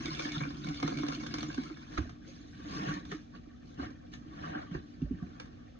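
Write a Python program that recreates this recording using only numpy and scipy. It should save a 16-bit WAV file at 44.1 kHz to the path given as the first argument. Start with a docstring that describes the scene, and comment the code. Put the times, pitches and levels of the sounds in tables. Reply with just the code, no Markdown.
"""Threads of soapy water patter on foam and churn a basin: bursting bubbles and resonant noise.
Large bubbles ring and gobs splat as noise bursts; the streams thin out, and a released sponge gulps.
Two hands then press the sponges: dense bubbles squelch, fizz, squirt, gurgle and trickle. A knock
early in the pressing excites the basin's modes, and later gulps of falling pitch make it boom.
Throughout, resting foam fizzes faintly and a small room adds coloured air noise and a wavering hum."""
import sys
import numpy as np
from scipy import signal
from scipy.fft import rfft, irfft, next_fast_len
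from scipy.io import wavfile
from scipy.ndimage import uniform_filter1d, map_coordinates

SR = 44100
rng = np.random.default_rng(int(sys.argv[2]) if len(sys.argv) > 2 else 0)


def dump(signal):
    """Clip the signal to [-1, 1] and save it as 16-bit WAV at the path in sys.argv[1]."""
    limited = np.clip(np.atleast_2d(signal).T, -1, 1)
    pcm = np.round(limited * 32767).astype(np.int16)
    wavfile.write(sys.argv[1], SR, pcm)


N = 255339

# In all tables, levels are relative: each source applies its own trim.
# falling streams, thinning out as the sponges empty: start_s, patter_db, churn_db
FLOW = [(0.0, -43.5, -41.5), (0.23, -44, -47.5), (0.37, -45, -44), (0.5, -52, -44.5), (0.6, -53.5, -45),
        (0.7, -50, -43.5), (0.79, -48.5, -48), (0.9, -47.5, -42.5), (1.036, -49, -43), (1.15, -47.5, -46.5),
        (1.29, -50.5, -43), (1.42, -49.5, -43), (1.566, -52.5, -46.5), (1.66, -51.5, -46), (1.75, -59, -53),
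        (1.87, -49, -50)]
# water-filled hollow under the streams, its resonances: centre_hz, width_hz, level_db
HOLLOW = [(70, 9.4, -11.5), (151.5, 19.5, -4.5), (228, 28, -9), (290.3, 28.3, -4.5)]
# narrow peaks and dips between the basin's walls: centre_hz, width_hz, lift_db
WALLS = [(622, 60, -8), (973, 130, -10), (1140, 65, 2), (1554, 220, 5), (1800, 240, 3), (2005, 130, -2.5),
         (2353, 88, 2.5), (2517, 370, -6), (3546, 95, 4.5), (4290, 600, 5.5)]
# spectra of splashing water, mid and side: frequency_hz, density_db (per Hz)
SPLASH_MID = [(220, -22.5), (380, -22.5), (464, -8), (746, -5), (900, -29.5), (1050, -0.5), (1160, -4),
              (1540, -6.5), (1950, -8), (2210, 0.5), (3100, -8), (3560, -5), (4860, -17), (6400, -9),
              (7530, -34), (9790, -38.5), (16600, -120)]
SPLASH_SIDE = [(220, -49), (380, -15.5), (513, -6.5), (814, -15.5), (911, -4.5), (1050, -3.5),
               (1180, -15.5), (1470, -16), (2000, -23), (2300, -11), (3340, -18), (3930, -23.5),
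               (4350, -23), (5510, -17), (7530, -32.5), (9790, -43), (16600, -120)]
# spectra of still air, mid and side: frequency_hz, density_db (per Hz)
AIR_MID = [(15, -30.5), (25, -15), (50, -1.5), (75, 1), (190, -6), (248, -3.5), (399, -23.5), (675, -24),
           (761, -22), (943, -47.5), (1090, -46.5), (1290, -28), (2570, -56), (3420, -37.5), (6220, -40.5),
           (7530, -51.5), (9790, -84.5), (16600, -120)]
AIR_SIDE = [(15, -50), (25, -2.5), (98, 1.5), (254, 5.5), (472, -7), (761, -8), (1450, -25.5), (1980, -21),
            (3510, -27), (3950, -32.5), (4450, -35), (5930, -28), (7530, -56.5), (9790, -89), (16600, -120)]
# tones of the room's hum: frequency_hz, level_db
HUM = [(48.4, -63.5), (242.2, -57), (290.7, -62.5)]
# large bubbles driven under by a gob, a plunge or a squeeze: start_s, level_db, pitch_hz, t60_s
BLOOPS = [(0.05, -27.5, 289.7, 0.15), (0.082, -19, 301, 0.037), (0.112, -34, 144, 0.23),
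          (0.201, -28, 303.5, 0.079), (0.255, -18, 275, 0.041), (0.36, -33.5, 294.6, 0.11),
          (0.369, -27, 154, .12), (0.414, -25, 150.5, .12), (0.458, -34.5, 280.4, 0.3),
          (0.642, -31, 147.4, 0.14), (0.646, -32.5, 209, 0.11), (0.674, -32.5, 293, 0.13),
          (0.678, -25.5, 156.6, 0.1), (0.693, -30.5, 283.4, 0.25), (0.829, -20.5, 282.6, 0.16),
          (0.838, -23.5, 152, 0.14), (0.848, -15, 297, 0.024), (0.885, -25, 308, 0.069),
          (0.911, -23.5, 277.7, 0.14), (0.934, -32, 231.5, .18), (0.968, -35, 143.6, 0.21),
          (0.976, -23, 273, 0.082), (1.0, -24.5, 295, 0.14), (1.035, -18.5, 291, 0.085),
          (1.046, -37, 141, 0.14), (1.086, -27, 275.3, 0.13), (1.153, -38, 243, 0.24),
          (1.176, -33.5, 299, 0.2), (1.336, -30, 296, 0.12), (1.386, -26, 289, 0.074),
          (1.43, -34.5, 295.7, 0.22), (1.486, -26, 298, 0.066), (1.705, -31, 317, 0.094),
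          (1.989, -48, 630, .05), (2.052, -42, 625, 0.044), (2.095, -44, 680, 0.033),
          (2.102, -36, 105, 0.075), (2.76, -35, 303, 0.18), (2.781, -33.5, 434, 0.055),
          (2.794, -29.5, 290, 0.1), (2.799, -34, 198, .18), (2.826, -30.5, 289.4, 0.17),
          (2.87, -35.5, 375, 0.061), (2.888, -26.5, 162.5, 0.15), (2.908, -29.5, 291, .12),
          (2.961, -32.5, 175, 0.11), (3.119, -31.5, 406, 0.071), (3.122, -30.5, 169, 0.089),
          (3.144, -30, 301.4, 0.12), (3.471, -38, 296, 0.056), (3.829, -33.5, 301, 0.058),
          (3.832, -42, 728, 0.057), (4.173, -42, 110, 0.081), (4.262, -37, 295, 0.09),
          (4.555, -33.5, 301, 0.17), (4.714, -30.5, 175, 0.16), (4.749, -24.5, 150, 0.066),
          (5.021, -20.5, 154, 0.088), (5.043, -29.5, 56, 0.27), (5.061, -45, 588, 0.054),
          (5.112, -38, 420, .05), (5.135, -30, 173, 0.096), (5.19, -42.5, 300, 0.069),
          (5.226, -46.5, 708, 0.067), (5.262, -35, 240, 0.062)]
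# gobs of suds landing and wet smacks: crest_s, level_db, treble_db (re level),
# bubble_hz, bubble_db (re level)
SPLATS = [(0.058, -27.5, -4.5, 3630, -5.5), (0.081, -38.5, -1, 1910, -2), (0.1504, -42, 1, 2330, -8),
          (0.1951, -27.5, -7, 2296, -3.5), (0.204, -32, 0, 3510, -16), (0.222, -39.5, 4, 5200, -5),
          (0.254, -30, -12, 1702, 1), (0.2894, -33, -6, 1785, -6), (0.3195, -36.5, 4, 3120, -14),
          (0.356, -40, -3, 3580, -7), (0.408, -23, -22, 1498, -10.5), (0.4357, -32.5, -16, 2303, 1.5),
          (0.452, -29, -16, 1495, -5), (0.505, -33, -11.5, 1580, -16), (0.6444, -41, -1, 3580, -19),
          (0.6696, -29, -11, 2180, -12), (0.6874, -37, 1.5, 1080, -13), (0.7444, -40.5, -2, 3530, -9),
          (0.8003, -35, -7, 2215, -14), (0.8278, -17.5, -13.5, 2115, -13),
          (0.8778, -23.5, -11, 3560, -11.5), (0.9216, -27, -28, 1143, -10.5),
          (0.973, -31.5, -7.5, 2225, -5), (0.9874, -30.5, -6, 2190, -9), (1.034, -24.5, -21, 1087, -9.5),
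          (1.0654, -33, -9, 1040, -15), (1.084, -26.5, -7.5, 2110, -18), (1.1218, -29.5, -9, 1300, -12),
          (1.149, -37.5, 0, 4270, 1), (1.2062, -35.5, -17, 2170, -5), (1.2342, -30.5, -12, 5400, -17),
          (1.265, -29.5, -5, 1567, -7), (1.3404, -25, -8, 4870, -16.5), (1.384, -27.5, -10, 2230, -16),
          (1.407, -41.5, 3.5, 3500, -5), (1.4295, -28, -6.5, 5760, -10.5), (1.486, -37, -11, 6680, -9),
          (1.5028, -34.5, -15, 1568, -0.5), (1.5184, -39, -16, 1450, -8), (1.5444, -35.5, -3.5, 3500, -7.5),
          (1.579, -27.5, -14, 1514, -6), (1.6354, -37.5, -6, 1180, -15), (1.7007, -33.5, -23, 1298, -10),
          (1.7707, -40.5, -13, 1674, -3.5), (2.023, -41, -17, 1250, -10), (2.094, -35.5, -11.5, 1587, -19),
          (2.773, -34.5, -14, 1575, -3), (2.858, -38, -15, 1790, 2), (2.888, -36, -14, 1454, 6),
          (2.94, -40, 2, 1150, -15), (3.053, -39.5, -8, 3530, -8), (3.117, -27, -14, 1793, -5.5),
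          (3.125, -31, -15.5, 1233, -3.5), (3.742, -57.5, 1.5, 1500, -10), (3.829, -34, -24, 1212, -9),
          (3.905, -42.5, -10, 1440, -15), (4.137, -38.5, -7, 1724, -2.5), (4.552, -33, -35, 1540, 2.5),
          (4.7116, -42, -28, 1530, -11), (4.749, -29.5, -27.5, 1788, -8), (5.019, -48.5, -6.5, 2700, -5.5),
          (5.227, -42, -19, 1516, -8), (5.268, -48, -20, 1670, -10), (5.315, -50, -17, 1330, -10),
          (5.4001, -30.5, -9, 1611, -9), (5.457, -43.5, -8.5, 1660, -15)]
# gulps of air as a sponge lets go: time_s, level_db, nominal_pitch_hz, boom_db (re level)
GULPS = [(1.578, -25.5, 285, -43), (2.054, -50, 327, 0), (3.791, -32, 321, -32), (3.905, -44.5, 259, -32),
         (4.744, -30.5, 358, -16), (5.015, -27.5, 279, -20), (5.106, -26.5, 267, -17.5),
         (5.221, -28.5, 193, -22)]
# the basin's modes: frequency_hz, level_db, t60_s
BASIN_MODES = [(53.6, 0, 0.038), (69.4, 2, 0.11), (100.4, -9.5, 0.17), (189, -13, 0.099), (249, -25.5, 0.5),
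               (301, -2.5, 0.074), (341.3, -21, 0.18)]
# presses of the hands: crest_s, squelch_db, buildup_s, release_s, fizz_db (re squelch),
# squirt_db (re squelch)
PRESSES = [(1.935, -57.5, 0.12, 0.22, 2, 2.5), (2.01, -58.5, 0.04, 0.23, -5, -12),
           (2.291, -65.5, 0.091, 0.42, 5.5, -13), (2.5, -78.5, 0.1, 0.46, 14.5, -13),
           (2.772, -47.5, 0.26, 0.14, -3, -4), (2.9, -43, 0.27, 0.18, -7, -7.5),
           (3.123, -58, 0.12, 0.18, 2, -9), (3.36, -59, 0.057, 0.082, -8.5, -9),
           (3.68, -69.5, 0.11, 0.19, 3, -17), (3.801, -51, 0.042, 0.065, -13, 3),
           (3.83, -47.5, 0.078, 0.13, -11, -5), (4.139, -60.5, 0.039, 0.084, 5, -9),
           (4.49, -52, 0.34, 0.08, -7, 1), (4.56, -48, 0.22, 0.13, -19, 4),
           (4.625, -58.5, 0.048, 0.089, -3.5, 9.5), (4.745, -53.5, 0.096, 0.12, -9, -8),
           (4.9, -76.5, 0.37, 0.32, 5, -4), (5.391, -64.5, 1, 0.61, -8, -2.5)]
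# spectra of soaked foam, mid and side: frequency_hz, density_db (per Hz)
FOAM_MID = [(220, -29.5), (380, -5.5), (603, 2.5), (710, 0.5), (845, -27), (1130, 2.5), (1410, -5.5),
            (1560, -3), (2080, -4.5), (2330, -4.5), (2570, -5), (3930, -22), (4920, -36.5), (6560, -30),
            (7530, -60), (9790, -61), (16600, -120)]
FOAM_SIDE = [(220, -47.5), (380, -21), (488, 6.5), (756, 9.5), (835, 0.5), (995, 9.5), (1290, -4),
             (1620, -7.5), (1930, -15.5), (2740, -5.5), (3600, -18.5), (3980, -28.5), (4290, -21.5),
             (5440, -16), (7530, -34), (9790, -43), (16600, -120)]
# spectrum of bursting films: frequency_hz, density_db (per Hz)
CRACKLE = [(300, -30), (1200, -16.5), (2200, 0), (2900, -9), (4100, -1.5), (4900, -29), (6400, -6.5),
           (7600, -32), (11000, -41.5), (16600, -120)]
# spectra of squirts, mid and side: frequency_hz, density_db (per Hz)
SQUIRT_MID = [(300, -42), (600, -13), (760, -6.5), (900, -12.5), (1100, -5), (1800, 1), (2050, -13),
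              (3000, -31), (6000, -58)]
SQUIRT_SIDE = [(300, -20), (480, -5.5), (758, 5), (850, -9.5), (1000, -6.5), (1610, -1), (1920, -20),
               (2790, -13.5), (6000, -38)]
# spectrum of rolling air pockets: frequency_hz, density_db (per Hz)
GURGLE = [(24, -47.5), (40, -10.5), (70, -6), (123, -9), (161, -2), (216, -4.5), (260, -7), (298, 2.5),
          (382, -15.5), (480, -16), (620, -45.5), (1060, -120)]
# contacts of the knock: crest_s, level_db, ring_hz
KNOCK = [(1.978, -37, 2210), (1.979, -23, 1297), (1.981, -35, 3994)]

TIME = np.arange(N) / SR
AGE = np.arange(SR // 2) / SR  # s, time since an event began
TOP_HZ = 11600  # band limit of the output
LEAD = .012  # s, from the start of a burst or ring to the knee of its envelope
STREAMS_END_S, STREAMS_FADE_S = 1.92, .16  # when the last thread breaks, length of the dwindling
PATTER_DB, CHURN_DB = -4, 1  # trims of the streams' layers
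PATTER_FLUTTER_DB = 1.2  # unevenness of the patter
PLIP_DB, SPATTER_DB = -4, 1.6  # ringing droplets re the drops; how strongly the drops clump
CAVITY_DB = 3  # rms depth of the resonances that open and close in the foam
BLOOP_RISE_S, BLOOP_GLIDE = 0.0055, 0.024  # swell of a large bubble; upward glide of its phase, a share
TEAR_T60_S, SPRAY_T60_S = .029, .027  # decay of torn foam and of its fine spray
SMALL_T60_S, SMALL_GLIDE = 0.01, 0.018  # decay of a small bubble; upward glide of its phase, a share
PRESS_FALL_DB, PRESS_CURVE = 26.5, 1.22  # fall over a build-up or release; 1 sharp crest, 2 round
HELD_DB = -81  # squelch level, before trim, of sponges that are only held
CRACKLE_DB = -8.5  # bursting films re the untrimmed fizz level
SQUIRT_BEND = .16  # share by which a squirting bubble's glide may vary either way
SUDS_FLUTTER_DB = .7  # unevenness of all the pressed suds
GURGLE_DB, GURGLE_GROWS = -15, 0.57  # gurgle dB = GURGLE_DB + GURGLE_GROWS * squelch dB
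EMPTY_S, DRAIN_S = 5.7, 0.16  # when the sponges run out of water, and how gradually
TRICKLE_DB, TRICKLE_SWING_DB = -70.5, 3  # suds running off the hands, how much they come and go
KNOCK_BOOM_S, KNOCK_BOOM_DB = 1.9845, -17.5  # when and how strongly the basin answers the knock
KNOCK_DULLING = 0.75  # share of the crack's treble that the suds soak up


def amp(db):
    """Logarithmic level law: decibels to amplitude gain."""
    return 10 ** (np.asarray(db) / 20)


def unit(x):
    """Power normalisation: each channel at rms 1."""
    return x / np.sqrt(np.mean(x ** 2, axis=-1, keepdims=True) + 1e-20)


def curves(rows):
    """Linear interpolation in time: one value per sample for each column after the first."""
    times, *columns = np.transpose(rows)
    return [np.interp(TIME, times, column) for column in columns]


def wobble(rate):
    """Band-limited fluctuation: a smooth random curve with rate knots a second."""
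    knots = rng.standard_normal(int(N * rate / SR) + 4)
    return map_coordinates(knots, [TIME * rate])


def fade(t, t60):
    """Exponential damping: decay by 60 dB in t60."""
    return np.exp(-np.log(1000) * t / np.maximum(t60, 1e-3))


def add(track, s, sound):
    """Superposition: mix a sound into a track from time s."""
    part = track[..., max(round(s * SR), 0):][..., :sound.shape[-1]]
    part += sound[..., :part.shape[-1]]


def filtered(x, response):
    """Linear filtering: multiply the spectrum of x by a response of frequency."""
    size = next_fast_len(x.shape[-1] + SR // 4)
    spectrum = rfft(x, size) * response(np.fft.rfftfreq(size, 1 / SR))
    return irfft(spectrum, size)[..., :x.shape[-1]]


def coloured(x, spectra, peaks=()):
    """Minimum-phase filtering at unit power: one spectrum a channel, resonant peaks on top."""
    size = 4096
    hz = np.fft.rfftfreq(size, 1 / SR)
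    levels = []
    for spectrum in spectra:
        knot_hz, knot_db = np.transpose(spectrum)
        levels.append(np.interp(np.log(hz + 1), np.log(knot_hz), knot_db))
    db = np.array(levels)
    for centre, width, lift in peaks:
        db = db + lift / (1 + (2 * (hz - centre) / width) ** 2)
    # keeping only the causal half of the cepstrum makes the filter causal
    cepstrum = irfft(np.log(amp(db) + 1e-6))
    kernel = irfft(np.exp(rfft(2 * cepstrum[:, :size // 2], size)))
    return signal.fftconvolve(x, unit(kernel) / np.sqrt(size), axes=1)[:, :N]


def treble(x, edge_hz):
    """High-pass filtering: the part of x above a soft edge."""
    return filtered(x, lambda hz: 1 - 1 / (1 + (hz / edge_hz) ** 6))


def wide(x, side_db):
    """Mid-side stereo: change the side channel's level by side_db."""
    return x * amp([[0], [side_db]])


def reflected(x, wet_db, t60):
    """Diffuse reverberation: add the short, dense answer of the basin and the room."""
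    tail = rng.standard_normal((2, len(AGE))) * fade(AGE, t60) * (AGE > .002)
    tail = unit(tail) / np.sqrt(len(AGE))
    return x + amp(wet_db) * signal.fftconvolve(x, tail, axes=1)[:, :N]


def bubbles(rate, low_hz, high_hz, cycles, spread_db, size, bend=0):
    """Bubble resonance: random damped sines, mid and side, of uneven strength, mostly gliding up."""
    draw = rng.random((int(rate * N / SR), 6))
    start, pitch, strength, life, bearing, depth = draw.T[:, :, None]
    hz = low_hz + (high_hz - low_hz) * pitch
    t = np.arange(size) / SR
    t60 = cycles * (.5 + life) / hz  # ring lasts about this many cycles
    loud = amp(-spread_db * np.log(np.maximum(strength, .01))) / np.sqrt(t60)
    glide = 0.079 + bend * (2 * depth - 1)
    phase = 2 * np.pi * hz * t * (1 + glide * np.minimum(t / t60, 1))
    pops = loud * fade(t, t60) * np.sin(phase)
    at = ((start * N).astype(int) + np.arange(size)).ravel()
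    angle = 2 * np.pi * bearing
    pair = [np.bincount(at, (pops * gain).ravel(), minlength=N)[:N]
            for gain in (np.cos(angle), np.sin(angle))]
    return unit(np.array(pair))


def cavities(x):
    """Time-varying resonance: hollows in the foam, a few hundred Hz wide, last some 30 ms."""
    z = signal.stft(x, nperseg=512)[2]
    field = rng.standard_normal(z.shape[1:])
    field = uniform_filter1d(field, size=4, axis=0)  # across frequency
    field = uniform_filter1d(field, size=6, axis=1)  # across time
    return signal.istft(z * amp(CAVITY_DB * field / field.std()), nperseg=512)[1][:, :N]


def swell(rise, t60):
    """Onset and damping: an envelope that builds up around LEAD and then dies away."""
    onset = 1 / (1 + np.exp(np.minimum((LEAD - AGE) / rise, 20)))
    return onset * fade(np.maximum(AGE - LEAD, 0), t60)


def burst(rise, t60):
    """Amplitude-modulated noise: a crackling mid and side pair under a swell."""
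    steps = np.repeat(rng.standard_normal(len(AGE)), repeats=32)[:len(AGE)]
    grit = amp(4 * steps)
    return unit(rng.standard_normal((2, len(AGE))) * grit) * swell(rise, t60)


def blip(hz, t60, glide):
    """Damped resonance: a short ring, rising if glide > 0, with random mid and side phases."""
    cycles = hz * AGE * (1 + glide * np.minimum((AGE - LEAD) / t60, 1))
    return np.sin(2 * np.pi * (cycles + rng.random((2, 1)))) * swell(0.0022, t60)


def streams():
    """Impact and cavity resonance: threads patter in clumps, shed ringing drops, churn the hollow."""
    patter_db, churn_db = curves(FLOW)
    flowing = np.clip((STREAMS_END_S - TIME) / STREAMS_FADE_S, 0, 1)
    drops = bubbles(rate=6000, low_hz=340, high_hz=11040, cycles=22, spread_db=2.2, size=260)
    drops = unit(drops * amp(SPATTER_DB * wobble(170)))
    plips = bubbles(rate=260, low_hz=430, high_hz=5500, cycles=65, spread_db=2.6, size=2000, bend=.08)
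    wet = reflected(drops + amp(PLIP_DB) * plips, wet_db=-3.5, t60=.12)
    patter = cavities(coloured(wet, [SPLASH_MID, SPLASH_SIDE], WALLS))
    patter_level = amp(patter_db + PATTER_DB + PATTER_FLUTTER_DB * wobble(41.77))
    patter = wide(unit(patter), side_db=3.0) * patter_level

    def hollow(f):
        """Parallel resonators, with a low-pass edge at 370 Hz."""
        modes = sum(amp(db) * 1j * f * w / (c * c - f * f + 1j * f * w) for c, w, db in HOLLOW)
        return modes / (1 + (f / 370) ** 10)

    churn = unit(filtered(rng.standard_normal((2, N)), hollow))
    churn = wide(churn, side_db=-12.5) * amp(churn_db + CHURN_DB)
    return flowing * (patter + churn)


def settling():
    """Film rupture: tiny bubbles burst all over the resting foam, a faint even fizz."""
    ticks = bubbles(rate=900, low_hz=900, high_hz=8000, cycles=22, spread_db=2.5, size=900)
    wet = reflected(ticks, wet_db=6.5, t60=0.05)
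    return amp(-77.0) * unit(coloured(wet, [SPLASH_MID, SPLASH_SIDE], WALLS))


def room():
    """Broadband noise and steady tones: still air, and a hum wavering in level and phase."""
    air = coloured(rng.standard_normal((2, N)), [AIR_MID, AIR_SIDE])
    air = wide(unit(air), side_db=-3.0)
    hum = np.zeros(N)
    for hz, db in HUM:
        level = amp(db - 1.5 + 0.69 * wobble(3.2)) * np.sqrt(2)  # rms to peak
        hum += level * np.sin(2 * np.pi * hz * TIME + .5 * wobble(5.2))
    return amp(-56.0) * air + wide(hum, side_db=-31.5)


def bloops():
    """Bubble resonance: a large bubble swells, rings and rises in pitch as it nears the surface."""
    out = np.zeros(N)
    for s, db, hz, t60 in BLOOPS:
        phase = 2 * np.pi * hz * AGE * (1 + BLOOP_GLIDE * np.minimum(AGE / t60, 1))
        envelope = (1 - np.exp(-AGE / BLOOP_RISE_S)) * fade(AGE, t60)
        add(out, s, amp(db) * envelope * np.sin(phase))
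    return reflected(wide(out, side_db=-16), wet_db=-11, t60=0.036)


def splats():
    """Impact noise and entrained air: a gob tears the foam and traps a small ringing bubble."""
    body, spray, trapped = np.zeros((3, 2, N))
    for s, db, treble_db, hz, bubble_db in SPLATS:
        start = s - LEAD
        add(body, start, amp(db - 6) * burst(rise=.001, t60=TEAR_T60_S))
        add(spray, start, amp(db + treble_db - 3.5) * burst(rise=.0008, t60=SPRAY_T60_S))
        ring = blip(hz, t60=SMALL_T60_S, glide=SMALL_GLIDE)
        add(trapped, start + 0.001, amp(db + bubble_db) * ring)
    # the spray replaces the body in the treble
    bursts = body + treble(spray - body, edge_hz=1800)
    bursts = coloured(bursts, [SPLASH_MID, SPLASH_SIDE], WALLS)
    return reflected(wide(bursts, side_db=3) + wide(trapped, side_db=-0.5), wet_db=-3, t60=0.18)


def basin_ring():
    """Modal superposition: damped modes answer one blow, the low ones taking longer to build."""
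    ring = np.zeros(len(AGE))
    for hz, db, t60 in BASIN_MODES:
        envelope = fade(AGE, t60) * (1 - np.exp(-AGE * hz / 1.26))
        ring += amp(db) * envelope * np.sin(2 * np.pi * hz * AGE)
    return ring


def gulps():
    """Suction release: a sponge lets go with a few cycles of falling pitch, and the basin booms."""
    pulses, boom = np.zeros((2, N))
    push = (AGE / .006 * np.exp(1 - AGE / .006)) ** 3  # crests after 6 ms
    for s, db, hz, boom_db in GULPS:
        # pitch falls from 1.13 to 0.6 times nominal
        phase = 2 * np.pi * hz * (.6 * AGE + .008 * (1 - np.exp(-AGE / .015)))
        add(pulses, s + .002, amp(db + 1) * push * np.sin(phase))
        add(boom, s + 0.01307, amp(db + boom_db + 17.0) * basin_ring())
    muffled = filtered(pulses, lambda hz: 1 / (1 + (hz / 480) ** 10))
    soft_boom = filtered(boom, lambda hz: 1 / (1 + (hz / 230) ** 4))
    return reflected(wide(muffled + soft_boom, side_db=-13.5), wet_db=-6, t60=0.19)


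def handling():
    """Gain envelope: the hands take hold of the sponges as the streams stop, 0 to 1."""
    return np.clip((TIME - STREAMS_END_S) / 0.084 + 1, 0, 1)


def pressure():
    """Power summation: presses build up and let go, giving squelch, fizz and squirt levels in dB."""
    power = np.full((3, N), amp(HELD_DB) ** 2)
    for s, db, build, release, fizz_db, squirt_db in PRESSES:
        away = np.maximum((s - TIME) / build, (TIME - s) / release)
        press = amp(db - PRESS_FALL_DB * away ** PRESS_CURVE)
        power += press ** 2 * amp([[0], [fizz_db], [squirt_db]]) ** 2
    return 10 * np.log10(power)


def sponges():
    """Flow through pores: pressed suds squelch, fizz, crackle, and squirt with bending pitch."""
    squelch_db, fizz_db, squirt_db = pressure()
    pores = bubbles(rate=5000, low_hz=337, high_hz=10280, cycles=49, spread_db=1.5, size=280)
    lather = bubbles(rate=700, low_hz=900, high_hz=5000, cycles=45, spread_db=2.0, size=1300)
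    suds = reflected(pores + .7 * lather, wet_db=-3, t60=0.058)
    foam = cavities(coloured(suds, [FOAM_MID, FOAM_SIDE], WALLS))
    fine = treble(foam, edge_hz=4690)
    squelch = wide(unit(foam - fine), side_db=6.0) * amp(squelch_db - 3.5)
    fizz = unit(fine) * amp(fizz_db - 5)
    films = bubbles(rate=2400, low_hz=1200, high_hz=7000, cycles=14, spread_db=2.6, size=220)
    crackle = wide(unit(coloured(films, [CRACKLE, CRACKLE])), side_db=1.5)
    crackle = crackle * amp(fizz_db + CRACKLE_DB)
    jets = bubbles(rate=900, low_hz=420, high_hz=2100, cycles=70, spread_db=1.3, size=3400,
                   bend=SQUIRT_BEND)
    squirt = wide(unit(coloured(jets, [SQUIRT_MID, SQUIRT_SIDE])), side_db=5.0)
    squirt = squirt * amp(squirt_db - 5.0)
    flutter = amp(SUDS_FLUTTER_DB * wobble(30))
    return handling() * (squelch + fizz + crackle + squirt) * flutter


def gurgle():
    """Low bubble resonance: large air pockets roll from under pressed sponges until these are empty."""
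    gurgle_db = GURGLE_DB + GURGLE_GROWS * pressure()[0]
    pockets = bubbles(rate=600, low_hz=48.4, high_hz=469.0, cycles=14, spread_db=1, size=2400)
    soaked = 1 / (1 + np.exp((TIME - EMPTY_S) / DRAIN_S))
    rolling = wide(unit(coloured(pockets, [GURGLE, GURGLE])), side_db=-13.0)
    return handling() * soaked * rolling * amp(gurgle_db)


def trickles():
    """Intermittent dripping: suds run off the hands in fits and starts, with small wet ticks."""
    drips = bubbles(rate=240, low_hz=450, high_hz=4200, cycles=30, spread_db=2.4, size=1500)
    wet = reflected(drips, wet_db=5.5, t60=0.091)
    running = unit(coloured(wet, [FOAM_MID, FOAM_SIDE], WALLS))
    return handling() * running * amp(TRICKLE_DB + TRICKLE_SWING_DB * wobble(7.6))


def knock():
    """Impact excitation: a quick cluster of ringing contacts, then the basin's modes."""
    crack, ring, boom = np.zeros((3, 2, N))
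    for s, db, hz in KNOCK:
        add(crack, s - LEAD, amp(db - 4.5) * burst(rise=.0022, t60=.05))
        add(ring, s - LEAD, amp(db - 1.5) * blip(hz, t60=.011, glide=0))
    add(boom, KNOCK_BOOM_S, amp(KNOCK_BOOM_DB) * basin_ring())
    crack = wide(coloured(crack, [SPLASH_MID, SPLASH_SIDE], WALLS), side_db=-0.5)
    crack = crack - KNOCK_DULLING * treble(crack, edge_hz=2100)
    return reflected(crack, wet_db=-8.5, t60=0.21) + ring + wide(boom, side_db=-11.0)


def scene():
    """Superposition of all sources as mid and side, decoded into left and right."""
    pouring = streams() + bloops() + splats()
    pressing = gulps() + sponges() + gurgle() + trickles()
    surroundings = settling() + room()
    mid, side = pouring + pressing + knock() + surroundings
    return np.array([mid - side, mid + side])


def record(dry):
    """Band limitation: nothing at or above TOP_HZ is kept."""
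    return filtered(dry, lambda hz: hz < TOP_HZ)


dry = scene()
out = record(dry)
dump(out)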